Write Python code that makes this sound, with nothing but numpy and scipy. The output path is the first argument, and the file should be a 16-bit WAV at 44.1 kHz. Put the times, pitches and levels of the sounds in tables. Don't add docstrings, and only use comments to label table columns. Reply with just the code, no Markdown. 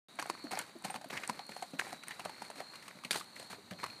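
import sys
import numpy as np
from scipy import signal
from scipy.io import wavfile
from scipy.ndimage import uniform_filter1d

SR = 44100
rng = np.random.default_rng(int(sys.argv[2]) if len(sys.argv) > 2 else 0)


def put_to_file(sound):
    columns = np.atleast_2d(sound).T
    safe = np.clip(columns, -1, 1)
    whole_steps = np.round(safe * 32767)
    wavfile.write(sys.argv[1], SR, whole_steps.astype(np.int16))


def voltage_ratio(level):
    return 10 ** (np.asarray(level, float) / 20)


N = 176400


def evened(x):
    return x / np.sqrt(np.mean(x ** 2) + 1e-20)


def peaked(x):
    return x / (abs(x).max() + 1e-12)


def add(mix, s, sound):
    part = mix[round(s * SR):][:len(sound)]
    part += sound[:len(part)]


def colour(x, points):
    f, db = np.transpose(points)
    bins = abs(np.fft.fftfreq(4096, 1 / SR)) + 1
    gain = np.log(voltage_ratio(np.interp(np.log(bins), np.log(f), db)))
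    taps = np.fft.ifft(np.exp(gain - 1j * signal.hilbert(gain).imag)).real[:2048]
    return signal.oaconvolve(x, taps / np.linalg.norm(taps))[:len(x)]


def resonate(x, hz, width_hz):
    turn = np.exp(2j * np.pi * np.cumsum(hz * np.ones(len(x))) / SR)
    r = np.exp(-np.pi * width_hz / SR)
    return 2 * (turn * signal.lfilter([1 - r], [1, -r], x / turn)).real


def grains(count, per_s, spread_db):
    chance, size, sign = rng.random((count, 3)).T
    return (chance < per_s / SR) * voltage_ratio(-spread_db * np.log(size + 1e-3)) * np.sign(sign - 0.5)


# f/Hz, level/dB per Hz
HUSH_SPECTRUM = [(100, -0.5), (200, 2.5), (450, -8.5), (800, -5), (2200, -11), (5200, -25), (9800, -17.5),
                 (10500, -31.5), (15500, -51)]
HUSH_DB, BREEZE_DB = -59, -58.5
BREEZE_S = 3.5


def hush():
    swell_db = evened(uniform_filter1d(rng.standard_normal(N), size=9000))
    leaves = evened(colour(rng.standard_normal(N), HUSH_SPECTRUM))
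    rise = np.clip((np.arange(N) / SR - BREEZE_S) / 0.054, 0, 1)
    gust = evened(resonate(rng.standard_normal(N), 94, 41)) * rise
    return voltage_ratio(HUSH_DB + 0.96 * swell_db) * leaves + voltage_ratio(BREEZE_DB + 0.84 * swell_db) * gust


# t/s, length/s, level/dB, f/Hz
CRICKETS = [(0.052, 0.16, -66, 3780), (0.222, 0.45, -58, 4330), (.3, 0.26, -65, 4120),
            (1.261, 0.43, -58, 4296), (1.66, 0.24, -61.5, 4100), (1.852, 0.37, -61, 3935),
            (2.205, 0.33, -59, 4340), (2.483, 0.38, -59, 4230), (2.801, 0.92, -71, 4200),
            (3.243, 0.34, -58.5, 4290), (3.559, 0.33, -72, 4210), (3.76, 0.25, -53, 4253)]
TRILL_PER_S, TRILL_DEPTH, CHORUS_DB = 70, 0.38, -64


def crickets():
    far = colour(rng.standard_normal(N), [(3300, -24.0), (3800, -2.0), (4650, -4), (4950, -22.0)])
    out = voltage_ratio(CHORUS_DB) * evened(far)
    for s, length, db, hz in CRICKETS:
        noise = rng.standard_normal(int(length * SR))
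        t = np.arange(len(noise)) / SR
        gate = 1 + TRILL_DEPTH * np.tanh(2 * np.sin(2 * np.pi * TRILL_PER_S * t))
        fuzz = evened(resonate(resonate(noise, hz, 180), hz, 230))
        wavering_hz = hz + 50 * evened(uniform_filter1d(noise, size=600))
        tone = np.sin(2 * np.pi * np.cumsum(wavering_hz) / SR)
        swell = np.sin(np.pi * t / length) ** 0.45
        add(out, s, voltage_ratio(db) * swell * gate * (0.69 * fuzz + tone))
    return out


# t/s, peak level/dB, f/Hz
PEBBLES = [(0.1566, -45.5, 9400), (0.216, -39, 6000), (0.2253, -39, 6230), (.265, -41, 9000),
           (.291, -44, 9500), (.351, -37.5, 1060), (.376, -47, 2200), (.4256, -55, 8700),
           (0.4403, -43, 8600), (0.47, -37.5, 1510), (0.554, -35, 5000), (0.5901, -21.5, 8540),
           (.5955, -38, 1390), (0.7876, -46, 10000), (0.8235, -45, 8400), (0.823, -44, 704),
           (.901, -33, 2300), (1.3933, -34.5, 4100), (1.5775, -44, 11000), (1.0881, -47, 10400),
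           (1.1015, -49, 12000), (1.1078, -34.5, 3450), (1.137, -61, 11300), (1.201, -42, 8050),
           (1.2765, -27, 8200), (1.467, -41, 9400), (1.7411, -56, 3000), (1.7932, -23, 2600),
           (1.804, -39, 6500), (1.813, -29, 1800), (1.8203, -31, 744), (1.8803, -42, 9000),
           (1.892, -56, 1300), (1.911, -54, 13500), (1.938, -46, 8450), (1.945, -42, 1500),
           (2.028, -42, 2500), (2.0832, -31, 8600), (2.0835, -37, 1980), (2.205, -37, 2460),
           (2.469, -48, 4500), (2.514, -39, 880), (2.889, -42.5, 2000), (3.155, -29, 1320),
           (2.3444, -44, 2010), (2.364, -44, 2000), (2.559, -52, 8000), (3.173, -36, 4300),
           (3.358, -48, 8360), (3.5071, -43, 8900), (3.729, -41.5, 2000), (3.735, -42, 3500),
           (3.789, -42, 2000), (3.8, -38, 2220), (3.901, -39.5, 2500), (3.962, -61, 4930)]
BRIGHT_HZ = 9000


def pebbles():
    out, t = np.zeros(N), np.arange(400) / SR
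    for s, db, hz in PEBBLES:
        tap = rng.standard_normal(len(t)) * np.exp(-t / 0.00057)
        ring = resonate(resonate(tap, hz, 350 + 0.086 * hz), hz, 1.0 * hz + 600)
        snap = 0.11 * (hz / BRIGHT_HZ) ** 2 * peaked(np.diff(tap, prepend=0))
        add(out, s, voltage_ratio(db) * peaked(peaked(ring) + snap))
    return out


WALL_TOP_HZ = 2500


def hoof(x, hz):
    low = resonate(resonate(x, hz, 0.19 * hz), hz, 4.5 * hz)
    wall = resonate(resonate(x, 0.5 * hz, 960), min(2.4 * hz, WALL_TOP_HZ), 1240)
    return peaked(peaked(low) + 0.59 * peaked(wall))


# t/s, peak level/dB, hoof ring f/Hz, grit level/dB
CRUNCHES = [(0.189, -26.5, 867, -21), (0.196, -28, 1670, -7), (0.257, -31.5, 754, -24),
            (0.5094, -34, 690, -8), (0.515, -35, 770, -1.5), (0.533, -27, 735, -18),
            (0.573, -27.5, 870, -20), (0.592, -29.5, 1470, -8.5), (0.613, -37.5, 910, -5),
            (0.845, -37.5, 1530, -2), (0.849, -29, 810, -6.5), (0.9, -30.5, 800, -21),
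            (0.942, -29, 770, -14), (0.952, -36, 990, -11), (0.959, -30.5, 750, -11),
            (1.013, -38.5, 735, -13.5), (1.043, -36.5, 666, -12), (1.1, -38, 2460, -39),
            (1.169, -31.5, 1920, -48), (1.174, -25.5, 1950, -41), (1.235, -28.5, 1640, -33),
            (1.392, -32, 845, -20), (1.492, -35.5, 830, -13), (1.519, -37.5, 1550, -24),
              (1.564, -31.5, 780, -12.5), (1.624, -28, 740, -11), (1.868, -34.5, 830, -22),
              (2.035, -38.5, 1350, -7.5), (2.081, -43.5, 1880, -13), (2.108, -31, 1880, -17.5),
              (2.118, -37, 1930, -18), (2.195, -31.5, 820, -12), (2.2504, -33, 860, -6.5),
              (2.2564, -27, 620, -31), (2.295, -36, 880, -12), (2.501, -33, 640, -13),
              (2.581, -44, 1480, -10), (2.603, -31, 720, -14.5),
            (2.736, -40, 988, -15), (2.755, -42.5, 1180, -2.5), (2.825, -43.5, 1900, -7),
              (2.88, -39.5, 1190, -3), (3.037, -36, 1210, -14), (3.048, -32.5, 2220, -9),
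              (3.144, -30, 1260, -5), (3.157, -27, 750, -5), (3.211, -34, 1190, -34),
              (3.364, -37, 1920, -19), (3.397, -38.5, 647, -2.5), (3.427, -41.5, 614, -5),
              (3.502, -44, 764, -13), (3.529, -36.5, 726, -26), (3.709, -36.5, 1800, -9.5),
              (3.832, -28.5, 990, -29), (3.863, -33.5, 1120, -12)]
# f/Hz, level/dB per Hz
GRIT = [(600, 9), (2300, 5.5), (4200, 19.5), (6000, 7.5), (9700, 15.5), (11000, 0.5), (13600, 7),
        (15500, -23)]
CRUNCH_S = 0.0052


def crunches():
    ring, grit, t = np.zeros(N), np.zeros(N), np.arange(SR // 20) / SR
    u = t / CRUNCH_S
    shape = np.minimum(u / 0.51, 1) * (np.exp(-u ** 2) + 0.44 * np.exp(-u / 2.8))
    for s, db, hz, grit_db in CRUNCHES:
        clump = np.tanh(grains(len(t), per_s=6800, spread_db=4.0) / 1.54) * shape
        hiss = clump * 0.97 + 0.34 * shape * rng.standard_normal(len(t))
        add(ring, s - 0.0015, voltage_ratio(db - 0.5) * hoof(clump, hz))
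        add(grit, s - 0.001, voltage_ratio(db + grit_db + 5) * peaked(hiss))
    return ring + colour(grit, GRIT)


# t/s, peak level/dB, f/Hz
THUDS = [(0.192, -45.5, 310), (0.296, -44.5, 347), (0.44, -38, 302), (0.753, -47.5, 345), (0.847, -40, 205),
         (0.95, -42, 243), (1.058, -48.5, 270), (1.291, -40, 225), (1.49, -47, 215), (1.734, -40, 268),
         (1.923, -45.5, 285), (2.253, -43, 174), (2.418, -52, 200), (2.567, -48.5, 269), (2.953, -50, 198),
         (3.049, -46, 238), (3.582, -52, 407), (3.712, -37.5, 185)]


def thuds():
    out, t = np.zeros(N), np.arange(SR // 10) / SR
    for s, db, hz in THUDS:
        push = np.sin(2 * np.pi * hz * t * (1 - 0.41 * t)) * np.exp(-t / 0.013)
        noise = rng.standard_normal(len(t))
        rumble = evened(resonate(noise, 0.71 * hz, 72)) * np.exp(-t / 0.025)
        body = evened(resonate(resonate(noise, 550, 180), 550, 260)) * np.exp(-t / 0.021)
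        onset = np.minimum(t / 0.0024, 1)
        add(out, s, voltage_ratio(db + 3.0) * onset * (1.2 * push + 0.5 * rumble + 0.24 * body))
    return out


# t/s, length/s, coarse level/dB, fine spray level/dB
DRAGS = [(0.203, 0.28, -49, -60), (0.509, 0.15, -42, -51.5), (0.837, 0.12, -46.5, -51),
         (1.1, 0.31, -43.5, -54.5), (1.485, 0.27, -54.5, -56), (1.785, 0.18, -43.5, -51.5),
         (2.067, 0.6, -51, -60), (2.417, 0.063, -50.5, -56), (2.555, 0.069, -48, -54.5),
         (0.663, 0.047, -60, -64), (2.715, 0.65, -56.5, -65), (3.106, 0.1, -41.5, -39),
         (3.355, 0.12, -53.5, -56.5), (3.497, 0.056, -43, -48.5), (3.783, 0.18, -47, -58)]
# f/Hz, level/dB per Hz
SAND = [(150, 5), (400, -2.5), (850, -2), (2300, -2), (3300, -19), (4500, -10.5), (6000, -20), (15500, -27)]


def drags():
    t, coarse, fine = np.arange(N) / SR, np.zeros(N), np.zeros(N)
    for s, length, db, fine_db in DRAGS:
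        u = np.maximum(t - s, 0) / length
        stroke = voltage_ratio(-8.0 * u ** 0.48) * np.minimum(u * length / 0.0056, 1) / (1 + u ** 6)
        coarse += voltage_ratio(db) * stroke
        fine += voltage_ratio(fine_db) * stroke
    lumps = voltage_ratio(3 * evened(uniform_filter1d(rng.standard_normal(N), size=400)))
    contacts = evened(np.tanh(grains(N, per_s=5000, spread_db=4.5) / 6))
    sand = lumps * (contacts + 0.61 * rng.standard_normal(N))
    return coarse * evened(colour(sand, SAND)) + fine * evened(colour(sand[::-1], GRIT))


# t/s, peak level/dB, f/Hz
KNOCKS = [
    (0.226, -25.5, 990),
    (0.2998, -18.5, 1020),
    (1.297, -19.5, 980),
    (1.7965, -18, 1580),
    (1.9292, -27.5, 730),
    (2.421, -29.5, 850),
    (3.1317, -26, 2930),
    (3.8411, -23, 1120),
]
LEAD_S = 0.008


def knocks():
    ring, grit, t = np.zeros(N), np.zeros(N), np.arange(SR // 20) / SR
    for s, db, hz in KNOCKS:
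        blow = (t >= LEAD_S) * np.exp(-abs(t - LEAD_S) * SR / 2)
        crushed = np.tanh(grains(len(t), per_s=2100, spread_db=5.0) / 3)
        blow = blow + 0.6 * crushed * np.exp(-abs(t - LEAD_S - 0.001) / 0.005)
        add(ring, s - LEAD_S, voltage_ratio(db) * hoof(blow, hz))
        add(grit, s - LEAD_S, voltage_ratio(db - 1) * blow)
    return ring + colour(grit, GRIT)


def struck(modes, scatter_s):
    t = np.arange(6000) / SR
    ring = sum(voltage_ratio(db - 60 * t / t60) * np.sin(2 * np.pi * hz * t) for hz, db, t60 in modes)
    hits = rng.standard_normal(400) * np.exp(-t[:400] / scatter_s)
    return peaked(np.convolve(ring, hits))


# f/Hz, level/dB, t60/s
BIT = [(8716, 11, 0.06), (8690, -10, 0.2), (12100, -3, .035), (13400, -3, 0.03)]
BIT_S, BIT_DB = 0.904, -37


def bit_tink():
    out = np.zeros(N)
    add(out, BIT_S, voltage_ratio(BIT_DB) * struck(BIT, 0.00012))
    return out


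# f/Hz, level/dB, t60/s
STONE = [(1800, -17, 0.0067), (2450, 1.5, 0.012), (3800, 6.5, 0.014), (4500, 6.5, 0.015),
         (6500, -11, 0.0023), (9400, -0.5, 0.0091)]
STONE_S, STONE_DB = 3.1093, -12.5


def stone_crack():
    out = np.zeros(N)
    add(out, STONE_S, voltage_ratio(STONE_DB) * struck(STONE, 0.0007))
    add(out, STONE_S + 0.003, voltage_ratio(STONE_DB - 8) * struck(STONE, 0.002))
    add(out, STONE_S + 0.0075, voltage_ratio(STONE_DB - 12) * struck(STONE, 0.0005))
    return out


def scene():
    background = hush() + crickets()
    near = pebbles() + crunches() + thuds() + knocks() + bit_tink() + stone_crack()
    t = np.arange(6000) / SR
    tail = grains(len(t), per_s=2000, spread_db=3.5) * voltage_ratio(-60 * t / 0.1) * (t > 0.003)
    wet = voltage_ratio(-18.5) * signal.oaconvolve(near, tail / np.linalg.norm(tail))[:N]
    return (near + wet + drags() + background)[None]


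# f/Hz, level/dB
TREBLE = [(1000, -1), (4750, 0), (5100, -2), (5800, 2), (10200, -1), (11200, 0.5), (13900, -1.5),
          (14600, -4.5), (15500, -8)]
LOW_CUT_HZ, EDGE_HZ = 194, 15500
START_S = 0.0845


def microphone(dry):
    bass_cut = signal.butter(2, LOW_CUT_HZ, "high", fs=SR, output="sos")
    heard = signal.sosfilt(bass_cut, dry)
    heard = voltage_ratio(-1.59) * colour(heard[0], TREBLE)[None]
    heard = signal.oaconvolve(heard, signal.firwin(301, EDGE_HZ, fs=SR)[None], "same")
    return heard * (np.arange(N) / SR > START_S)


def low_pass(x):
    return signal.sosfilt(signal.butter(12, 16290, fs=SR, output="sos"), x)


def record(dry):
    mix = microphone(dry)
    return low_pass(mix)


dry = scene()
out = record(dry)
put_to_file(out)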